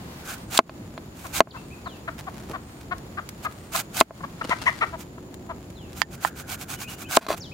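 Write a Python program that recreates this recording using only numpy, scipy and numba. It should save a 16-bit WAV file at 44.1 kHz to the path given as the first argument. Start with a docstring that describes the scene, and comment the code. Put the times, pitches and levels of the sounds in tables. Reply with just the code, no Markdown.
"""Slicing a guava in the yard

A broad knife slices a crisp guava on a plastic board that lies on a mat outdoors.
Each cut is a hiss of bursting cells; the main ones end in a skin snap and a knock of ringing board tones.
The knocks overload the camera: they clip and its limiter ducks the sound. Two taps click on its body.
A hen clucks on the left in throaty pulses and rustles dry litter; chicks peep and whistle.
Insects trill and buzz, and a faint far tone wavers, over a low rumble and a soft hiss of leaves."""
import sys
import numpy as np
from scipy import signal
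from scipy.fft import rfft, irfft, next_fast_len
from scipy.io import wavfile
from scipy.ndimage import uniform_filter1d
from numba import njit

SR = 44100
rng = np.random.default_rng(int(sys.argv[2]) if len(sys.argv) > 2 else 0)


def transcribe(u):
    """Save the signal u as a 16-bit wav file named by the first command-line argument.

    u: samples, shape (n,) or (channels, n), limited to [-1, 1]; the rate is SR.
    q: integer samples, one column per channel.
    """
    v = np.clip(np.atleast_2d(u).T, -1, 1)
    q = np.round(v * 32767).astype(np.int16)
    wavfile.write(sys.argv[1], SR, q)


N = 332073  # length in samples
TIME = np.arange(N) / SR  # seconds


def amp(db):
    """Turn decibels into a gain."""
    return 10 ** (np.asarray(db) / 20)


def unit(x):
    """Scale to rms 1."""
    return x / np.sqrt(np.mean(x ** 2) + 1e-18)


def decay(t, t60):
    """Fade that falls by 60 dB in t60 seconds."""
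    return np.exp(-np.log(1000) * t / t60)


def curve(rows):
    """Join (seconds, value) rows by straight lines."""
    return np.interp(TIME, *np.transpose(rows))


def add(out, s, x):
    """Mix x into out from s seconds on."""
    i = max(int(s * SR), 0)
    n = max(min(x.shape[-1], N - i), 0)
    out[..., i:i + n] += x[..., :n]


def colour(x, points):
    """Filter by a spectrum of (Hz, dB) points, joined along a logarithmic pitch scale."""
    hz, db = np.transpose(points)
    size = next_fast_len(x.shape[-1])
    f = np.maximum(np.fft.rfftfreq(size, 1 / SR), 1)
    gain = amp(np.interp(np.log(f), np.log(hz), db))
    return irfft(rfft(x, size) * gain, size)[..., :x.shape[-1]]


def resonate(x, hz, width_hz):
    """One resonance, gain 1 at its centre."""
    return signal.lfilter(*signal.iirpeak(hz, hz / width_hz, fs=SR), x)


def high_pass(x, hz):
    """Take out the bass, since small things radiate little of it."""
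    return signal.sosfilt(signal.butter(2, hz, "high", fs=SR, output="sos"), x)


def wander(rate, n=N):
    """Smooth random drift with a spread near 1 and about rate new values a second."""
    k = max(int(SR / rate), 1)
    held = np.repeat(rng.standard_normal(n // k + 1), k)
    return uniform_filter1d(held, k)[:n]


def place(x, left_db, lag_ms=0):
    """Two microphones: the left one louder by left_db and earlier by lag_ms."""
    left, right = np.broadcast_to(x, (2, N))
    late_right = np.interp(TIME - lag_ms / 1000, TIME, right)
    return np.array([left * amp(left_db / 2), late_right * amp(-left_db / 2)])


def scatter(x, t60, wet_db):
    """Add a diffuse tail of fading noise, different at each microphone."""
    tail = rng.standard_normal((2, SR)) * decay(TIME[:SR], t60)
    tail /= np.sqrt(np.sum(tail ** 2, axis=1, keepdims=True))
    wet = signal.fftconvolve(np.broadcast_to(x, (2, N)), tail, axes=1)[:, :N]
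    return x + amp(wet_db) * wet


def grains(rate, spread_db, own_db):
    """Dense tiny clicks of unequal size; each microphone also catches some of its own."""
    size = amp(spread_db * np.minimum(rng.exponential(size=(3, N)), 5))
    happens = rng.random((3, N)) < rate / SR
    clicks = rng.standard_normal((3, N)) * size * happens
    return clicks[0] + amp(own_db) * clicks[1:]


def swells(rows, peak_share, power):
    """Rounded rises and falls from (start, length, dB) rows, peaking at a share of their length."""
    shape = np.array([0, np.clip(peak_share, .02, .98), 1])
    total = np.zeros(N)
    for s, length, db in rows:
        ramp = np.interp(TIME, s + length * shape, [0, 1, 0])
        total += amp(db) * np.sin(np.pi / 2 * ramp) ** power
    return total


def ringing(modes):
    """Surface velocity of an object after an impulse: a sum of fading tones."""
    t = TIME[:SR // 10]
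    return sum(amp(db) * np.cos(2 * np.pi * hz * t) * decay(t, t60) for hz, db, t60 in modes)


def strike(blows, modes, crack_db, crack_t60, lowest_hz):
    """Each blow rings the modes and cracks briefly; a longer contact dulls both."""
    out, ring = np.zeros(N), ringing(modes)
    t = TIME[:len(ring)]
    noises = rng.standard_normal((len(blows), len(t)))
    for (s, db, contact_ms, boom_db), noise in zip(blows, noises):
        push = np.sin(np.pi * np.minimum(t[:SR // 200] * 1000 / contact_ms, 1))  # half a sine wave
        crack = amp(crack_db) * high_pass(noise, 2800) * decay(t, crack_t60)
        hit = high_pass(np.convolve(ring + crack, push), lowest_hz)
        hit = hit + (amp(boom_db) - 1) * resonate(hit, 534, 330)  # depends on where the blow lands
        add(out, s, -amp(db) * hit / np.abs(hit).max())
    return out


# The blade moving through or along the fruit.
# Each row: start in seconds, length in seconds, level in dB before the catch and slip.
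STROKE_MOVES = [(.235, 0.13, -36.5), (.498, 0.11, -29), (1.125, 0.21, -45.5), (1.325, 0.079, -25),
                (3.42, .045, -42), (3.715, 0.11, -26.5), (3.93, 0.11, -28.5), (4.97, 0.07, -44),
                (5.94, 0.1, -41), (6.105, 0.06, -42.5), (6.201, 0.1, -35), (6.35, 0.082, -38),
                (6.467, 0.097, -32), (6.578, 0.074, -37.5), (6.677, 0.09, -33), (6.778, 0.077, -35.5),
                (6.873, 0.084, -36), (6.972, 0.081, -39), (7.085, 0.12, -27.5), (7.272, 0.065, -40),
                (7.36, 0.033, -43)]
# The last of the skin tears. Each row: start in seconds, length in seconds, level in dB before placing.
SKIN_SNAPS = [(.5725, 0.01, -11), (3.9985, 0.01, -14), (7.163, 0.0089, -14.5)]
# Tone colour of the bursting flesh. Each row: frequency in Hz, relative level in dB.
FLESH_SPECTRUM = [(350, -39), (600, -7), (778, 1.5), (904, -5.5), (1480, -0.5), (1870, -10), (2290, -2),
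                  (2770, -6), (3960, -8.5), (5890, -9.5), (6390, -5.5), (9370, -11), (15100, -10.5),
                  (15800, -13)]
# Resonances of the tearing skin and blade. Each row: centre in Hz, width in Hz, relative level in dB.
TEAR_RESONANCES = [(2080, 880, -11), (4060, 1350, 3), (7340, 1700, -1.5), (9050, 2200, -27)]
# How hard the cut pinches the blade.
# Each row: time in seconds, level of the rub in dB relative to the smoothed strokes.
BLADE_PINCH = [(.3, -1), (.55, -19), (5.95, -17), (6.3, -1.5), (6.8, -19), (7, -16), (7.15, -6)]
# The wet blade keeps sliding around each stroke: for this long (s), this far below it (dB)
SLIDE_S, SLIDE_DB = 0.094, -17.5
# Coarse crunch: larger cell walls per second, their spread (dB) and level against the fine cells (dB)
CRUNCH_PER_S, CRUNCH_SPREAD_DB, CRUNCH_DB = 500, 2.5, -8


def cutting():
    """Cells burst by the thousand as the blade moves; its flat rubs; the skin gives way in a ringing snap."""
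    cells = unit(grains(rate=9000, spread_db=1.5, own_db=1.5))
    walls = unit(grains(rate=CRUNCH_PER_S, spread_db=CRUNCH_SPREAD_DB, own_db=-3))
    hiss = unit(colour(cells + amp(CRUNCH_DB) * walls, FLESH_SPECTRUM))

    bursts = grains(rate=17000, spread_db=5.5, own_db=6.0)
    tear = unit(sum(amp(db) * resonate(bursts, hz, width_hz) for hz, width_hz, db in TEAR_RESONANCES))

    drag = amp(1.7 * wander(130))  # the blade catches and slips
    # a stroke gathers speed and stops more quickly
    strokes = drag * swells(STROKE_MOVES, peak_share=0.61, power=1.14)
    slide = uniform_filter1d(strokes, int(SLIDE_S * SR))
    force = strokes / strokes.max()  # harder strokes also ring the resonances
    snaps = swells(SKIN_SNAPS, peak_share=0.65, power=0.85)
    hissing = hiss * (strokes + amp(SLIDE_DB) * slide)
    tearing = tear * (snaps + amp(-4.0) * strokes * force)

    friction = grains(rate=3800, spread_db=4.0, own_db=-3)
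    rub = unit(resonate(resonate(friction, 1450, 260), 1550, 330))
    return place(hissing + tearing, left_db=-3) + rub * slide * amp(curve(BLADE_PINCH))


# Blows of blade and slices on the board. Each row: start in seconds, peak in dB, boom included,
# before the glancing echo, contact in milliseconds, gain in dB of the hollow boom near 534 Hz.
BOARD_KNOCKS = [(.5903, 16, 0.46, -5.5), (.695, -18, 0.2, 6), (.978, -20.5, 0.21, 2),
                (1.405, 15.5, 0.41, 0.5), (1.473, -20, 0.42, 5), (4.0108, 16, 0.39, -6),
                (4.108, -18, 0.4, 13), (7.1713, 14.5, 0.49, -0.5), (7.266, -12, 0.16, 2),
                (7.287, -14.5, 0.78, 0), (7.3035, -7, 0.85, 16)]
# Tones of the board, damped by the mat.
# Each row: frequency in Hz, relative level in dB, time to fade by 60 dB in seconds.
BOARD_MODES = [(249, -10.5, 0.05), (329, -10.5, .043), (423, -7, 0.034), (600, -8, .021), (653, 3.5, 0.032),
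               (829, 4, 0.017), (1015, 5.5, 0.017), (1196, 0, 0.014), (1740, -29, 0.013), (2350, -9, .016),
               (3350, -15.5, .024), (3850, -9, .015), (4550, -10, .016)]
# Cut slices sliding and toppling on the board.
# Each row: start in seconds, length in seconds, level in dB before the glancing echo.
SLICE_TUMBLES = [(7.208, 0.057, -31), (7.282, 0.073, -22.5)]


def board():
    """Short plastic knocks straight ahead, and the patter of falling slices through the same modes."""
    knocks = strike(BOARD_KNOCKS, BOARD_MODES, crack_db=6.5, crack_t60=0.029, lowest_hz=230)
    drops = grains(rate=2600, spread_db=1, own_db=-12)[0]
    patter = unit(signal.fftconvolve(drops, ringing(BOARD_MODES))[:N])
    direct = knocks + patter * swells(SLICE_TUMBLES, peak_share=0.12, power=0.87)
    # off blade and hands: a diffuse tail takes over much of the treble
    glancing = scatter(high_pass(direct, 1057), t60=0.027, wet_db=-4.5) - high_pass(direct, 925)
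    return direct + glancing


# Small wet ticks of the cut fruit. Each row: start in seconds, peak in dB before a 6 dB cut.
WET_TICKS = [(0.2537, -41), (0.382, -29.5), (1.2673, -18), (2.4962, -23), (2.9824, -27), (3.29, -16),
             (3.524, -24.5), (5.342, -22.5), (5.702, -29), (5.9304, -26), (7.2659, -21)]


def ticks():
    """Single fibres and sticky juice let go in quick fading bits of noise."""
    out, t = np.zeros((2, N)), TIME[:SR // 50]
    noises = rng.standard_normal((len(WET_TICKS), 2, len(t)))
    for (s, db), noise in zip(WET_TICKS, noises):
        tick = resonate(noise * decay(t, 0.022), 2400, 8900)
        add(out, s, amp(db - 6.0) * tick / np.abs(tick).max())
    return out


# Fingers turning and gripping the fruit. Each row: start in seconds, length in seconds, level in dB.
FINGER_GRIPS = [(2.175, 0.043, -37), (2.3, 0.21, -46), (2.48, 0.088, -46), (2.58, 0.17, -59),
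                (2.795, 0.035, -51), (3.09, 0.09, -53), (3.53, 0.22, -51)]
# Tone colour of skin on peel. Each row: frequency in Hz, relative level in dB.
PEEL_SPECTRUM = [(200, -24), (700, 4), (1600, 0), (3000, -5), (6000, -9), (10000, -13.5), (16000, -15)]
# Soft dull bumps on the mat and the ground. Each row: start in seconds, length in seconds, level in dB.
SOFT_THUDS = [(2.49, 0.044, -35), (4.442, 0.019, -28.5), (4.49, 0.01, -32)]


def handling():
    """Sticky fingers crackle on the peel; now and then something bumps softly."""
    stray = unit(colour(grains(rate=110, spread_db=1.0, own_db=-2), PEEL_SPECTRUM))
    grip = unit(colour(grains(rate=550, spread_db=3.0, own_db=1.5), PEEL_SPECTRUM))
    gripping = grip * swells(FINGER_GRIPS, peak_share=.4, power=1.25)
    dull = unit(resonate(resonate(rng.standard_normal(N), 170, 490), 190, 600))
    bumps = dull * swells(SOFT_THUDS, peak_share=0.32, power=0.62)
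    return amp(-60.0) * stray + gripping + bumps


# Taps on the camera beside its right microphone. Each row: start in seconds, peak in dB, boom included,
# before placing and a 6.5 dB cut, contact in milliseconds, gain in dB of the hollow boom near 534 Hz.
CASE_TAPS = [(6.018, 4, 0.15, -10), (6.249, 0.5, 0.6, -8)]
# Tones of the camera body.
# Each row: frequency in Hz, relative level in dB, time to fade by 60 dB in seconds.
CASE_MODES = [(800, -1.5, 0.0097), (980, -13, 0.0094), (1490, 3, 0.0031), (1800, -14, 0.055),
              (2630, -12, 0.0055), (3040, -7, 0.0081), (4680, -6, .006)]


def camera_taps():
    """The body of the camera clicks, much louder in the nearer microphone."""
    taps = strike(CASE_TAPS, CASE_MODES, crack_db=3, crack_t60=0.0069, lowest_hz=610)
    placed = place(taps, left_db=-16) * amp(-6.5)
    return high_pass(scatter(placed, t60=0.037, wet_db=-7.5), 520)


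# The hen's calls. Each row: middle in seconds, length in seconds, level in dB before a 5.5 dB cut
# and placing, top pitch in Hz before jitter, throat resonance in Hz.
HEN_CLUCKS = [(1.254, 0.031, -34, 377, 1090), (1.558, 0.046, -34, 524, 1090),
              (1.87, 0.028, -29, 348.7, 1100), (2.086, 0.025, -25.5, 344, 1290),
              (2.281, 0.029, -29, 392.7, 980), (2.551, 0.04, -27.5, 392, 1120),
              (2.924, 0.032, -22.5, 366.4, 1200), (3.186, 0.034, -26, 407, 1270),
              (3.461, 0.033, -22.5, 431, 1146), (3.753, 0.016, -21, 358, 1150),
              (4.211, 0.016, -38, 370, 1060), (4.243, 0.023, -27, 575, 1040),
              (4.417, 0.015, -23, 465, 1210), (4.52, 0.037, -16, 1039, 1150),
              (4.678, 0.044, -13.5, 1117, 1180), (4.828, 0.042, -16, 462, 1230),
              (4.942, 0.04, -30, 334.7, 920), (5.183, 0.012, -39.5, 336, 1030),
              (5.507, 0.039, -29, 343.6, 970)]
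# The pitch arches up from near this low edge; its top comes early (share of half a cluck)
CLUCK_EDGE_HZ, CLUCK_LEAD = 280, 0.13
# The beak opens with effort: its resonance and rasp in the loudest cluck, dB lost per dB of softer call
BEAK_DB, RASP_DB, BEAK_SLOPE = 4, -26.5, 3.1
# Unsteadiness of the pitch (share) and noise in each pulse (share)
CLUCK_JITTER, CLUCK_NOISE = .04, .6


def hen():
    """Each cluck is a run of rough pulses whose pitch arches, ringing the throat; loud ones open the beak."""
    out = np.zeros(N)
    loudest = max(row[2] for row in HEN_CLUCKS)
    for s, length, db, top_hz, throat_hz in HEN_CLUCKS:
        n = int(length * SR)
        u = np.linspace(-1, 1, n)  # -1 at the start, 1 at the end
        jitter = 1 + CLUCK_JITTER * wander(329, SR // 10)[:n]
        arch = np.cos(np.pi / 2 * (u + CLUCK_LEAD)).clip(0) ** .8
        pitch = (CLUCK_EDGE_HZ + (top_hz - CLUCK_EDGE_HZ) * arch) * jitter
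        phase = 2 * np.pi * np.cumsum(pitch) / SR
        pulses = unit(sum(np.cos(k * phase) for k in range(1, 14)))
        breath = CLUCK_NOISE * rng.standard_normal(SR // 10)[:n] * (1 + np.cos(phase))
        source = (pulses + breath) * np.cos(np.pi / 2 * u).clip(0)
        source = np.pad(source, (0, SR // 100))  # room to ring out
        throat = resonate(resonate(source, throat_hz, 550), throat_hz, 660)
        beak = resonate(resonate(source, 1770, 420), 1960, 440)
        chest = resonate(resonate(source, 782, 200), 682, 220)
        rasp = resonate(source, 5000, 2100)
        opening = amp(BEAK_SLOPE * (db - loudest))
        call = throat + amp(-5.5) * chest + opening * (amp(BEAK_DB) * beak + amp(RASP_DB) * rasp)
        add(out, s - length / 2, amp(db - 5.5) * unit(call))
    return scatter(place(out, left_db=5.5, lag_ms=.18), t60=0.24, wet_db=-12.5)


# The hen shuffles about. 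Each row: start in seconds, length in seconds, level in dB before placing.
HEN_SHUFFLE = [(4.3, 0.72, -42.5)]
# Her foot rakes the litter. Each row: start in seconds, length in seconds, level in dB before placing.
FOOT_SCRATCHES = [(4.442, 0.017, -34), (4.49, 0.034, -35.5), (4.615, 0.022, -34.5)]
# Tone colour of the dry leaves. Each row: frequency in Hz, relative level in dB.
LEAF_SPECTRUM = [(500, -4), (1500, -1), (2500, -7), (4300, -6.5), (6500, -12.5), (10000, -16.5),
                 (16000, -28)]


def litter():
    """Dry leaves crackle under the hen's feet: a soft shuffle and a few quick scratches."""
    crackle = unit(colour(grains(rate=2000, spread_db=3.0, own_db=7), LEAF_SPECTRUM))
    shuffle = swells(HEN_SHUFFLE, peak_share=0.51, power=1.2)
    scratches = swells(FOOT_SCRATCHES, peak_share=0.1, power=0.9)
    return place(crackle * (shuffle + scratches), left_db=3.5)


def whistle(hz):
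    """A thin, slightly unsteady tone on a pitch track."""
    unsteady = hz * (1 + .022 * wander(350, SR // 4)[:len(hz)])
    return np.sin(2 * np.pi * np.cumsum(unsteady) / SR)


# Short arched peeps. Each row: start in seconds, length in seconds, top pitch in Hz,
# level in dB before placing.
CHICK_PEEPS = [(1.558, 0.047, 2690, -46), (1.702, 0.055, 2570, -45.5), (4.426, 0.032, 2960, -42),
               (4.584, 0.072, 2760, -46), (6.746, 0.067, 3000, -51), (6.823, 0.051, 2550, -40.5),
               (6.869, 0.038, 2860, -38), (7.023, 0.06, 2550, -44), (7.055, 0.039, 3030, -47),
               (7.512, 0.028, 2560, -40.5)]
# Falling whistles. Each row: start in seconds, length in seconds, first pitch in Hz, last pitch in Hz,
# level in dB before placing.
CHICK_WHISTLES = [(1.507, 0.017, 5450, 3080, -36), (1.841, 0.17, 4870, 2590, -47),
                  (5.747, 0.17, 4510, 2580, -50), (7.396, 0.1, 7280, 3040, -38.5)]
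# A peep tops out at this share of its length; its pitch bends down either side
PEEP_TOP_SHARE, PEEP_BEND = .55, .4
# A whistle drops fast, then levels off: power of the fall, share of its length for the attack
# (and the release), and the extra fade by its end (dB)
WHISTLE_FALL, WHISTLE_ATTACK, WHISTLE_FADE_DB = 2.7, 0.14, -17


def chicks():
    """Arched peeps and falling whistles are sliding pure tones, blurred by the yard."""
    out = np.zeros(N)
    for s, length, top_hz, db in CHICK_PEEPS:
        u = np.linspace(0, 1, int(length * SR))
        pitch = top_hz * (1 - PEEP_BEND * (u - PEEP_TOP_SHARE) ** 2)
        add(out, s, amp(db) * np.sin(np.pi * u).clip(0) ** 0.82 * whistle(pitch))
    for s, length, first_hz, last_hz, db in CHICK_WHISTLES:
        u = np.linspace(0, 1, int(length * SR))
        pitch = last_hz + (first_hz - last_hz) * (1 - u) ** WHISTLE_FALL
        edges = np.minimum(np.minimum(u, 1 - u) / WHISTLE_ATTACK, 1)
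        add(out, s, amp(db) * edges * amp(WHISTLE_FADE_DB * u ** 2) * whistle(pitch))
    return scatter(place(out, left_db=1.5), t60=.54, wet_db=-3.5)


# An insect's short buzzes. Each row: start in seconds, length in seconds, level in dB.
INSECT_BUZZES = [(.36, .22, -61), (1.56, .22, -65), (2.59, 0.24, -62), (3.5, 0.36, -61)]


def insects():
    """Narrow bands of noise: one lasting trill that flickers, and a higher one in short bursts."""
    trill = unit(resonate(resonate(rng.standard_normal((2, N)), 6940, 450), 6940, 450))
    high = unit(resonate(resonate(rng.standard_normal((2, N)), 8450, 500), 8450, 500))
    flicker = amp(2 * wander(90))
    return amp(-63) * trill * flicker + high * swells(INSECT_BUZZES, peak_share=.6, power=.3)


# A faint far-off tone. Each row: start in seconds, length in seconds, level in dB before it wavers.
FAR_TONE = [(4.9, 1.57, -54)]


def hum():
    """A faint tone far away, near 362 Hz, wavering in pitch and level."""
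    pitch = 362 * (1 + .015 * wander(25))
    tone = unit(np.sin(2 * np.pi * np.cumsum(pitch) / SR))
    return tone * swells(FAR_TONE, peak_share=0.21, power=0.69) * amp(1.9 * wander(13))


# Tone colour of the outdoor air. Each row: frequency in Hz, relative level in dB.
AIR_SPECTRUM = [(15, -69), (25, -17.5), (70, -1), (170, -2), (324, -6.5), (361, -7), (402, -12), (436, -12),
                (1010, -20.5), (1470, -26.5), (3980, -34), (4430, -33.5), (5500, -36.5), (6830, -38.5),
                (15800, -40)]
# Width of the air. Each row: frequency in Hz, level in dB of the left-right difference against the middle.
AIR_WIDTH = [(60, -28.5), (250, -14.5), (600, -6), (1500, 2), (4000, 2.5), (15000, 0.5)]
# The breeze in the leaves. Each row: time in seconds, dB added to the air above 800 Hz.
LEAF_BREEZE = [(0, 5), (1, -2), (2, 0.5), (2.6, -2), (4.3, 0), (5.3, -4.5), (7.5, -4.5)]


def air():
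    """Distant rumble, alike in both microphones, under a soft wide hiss of leaves; both are shaped noise."""
    mid, side = colour(rng.standard_normal((2, N)), AIR_SPECTRUM)
    difference = colour(side, AIR_WIDTH) * np.array([[1], [-1]])
    both = (mid + difference) / np.std(mid) * amp(-41)
    low = signal.sosfiltfilt(signal.butter(2, 800, fs=SR, output="sos"), both)
    rumble = low * amp(1.16 * wander(8.1))
    flutter_db = 1.4 * wander(22)  # the leaves flutter
    return rumble + (both - low) * amp(curve(LEAF_BREEZE) + flutter_db)


def scene():
    """The kitchen work in front, the yard around it."""
    work = cutting() + board() + ticks() + handling() + camera_taps()
    return work + hen() + litter() + chicks() + insects() + hum() + air()


@njit
def limiter_gain(peak, top, attack_s, hold_s, release_s):
    """The gain dives after an overload, waits, then climbs back."""
    out, held, age, gain = np.empty(len(peak)), 0., 0., 1.
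    for i in range(len(peak)):
        age += 1 / SR
        if peak[i] > held:
            held, age = peak[i], 0.
        elif age > hold_s:
            held *= 1 - 1 / (release_s * SR)
        gain += (top / max(held, top) - gain) / (attack_s * SR)
        out[i] = gain
    return out


def record(dry):
    """The limiter is too slow for the first swings of a knock, which clip; the top is cut at 15.8 kHz."""
    peak = np.minimum(np.abs(dry).max(axis=0), amp(12.5))  # the detector saturates
    gain = limiter_gain(peak, top=1.0, attack_s=0.0014, hold_s=0.034, release_s=0.097)
    clipped = np.clip(dry * gain, -1, 1)
    return signal.sosfilt(signal.ellip(10, .2, 70, 15800, fs=SR, output="sos"), clipped)


dry = scene()
out = record(dry)
transcribe(out)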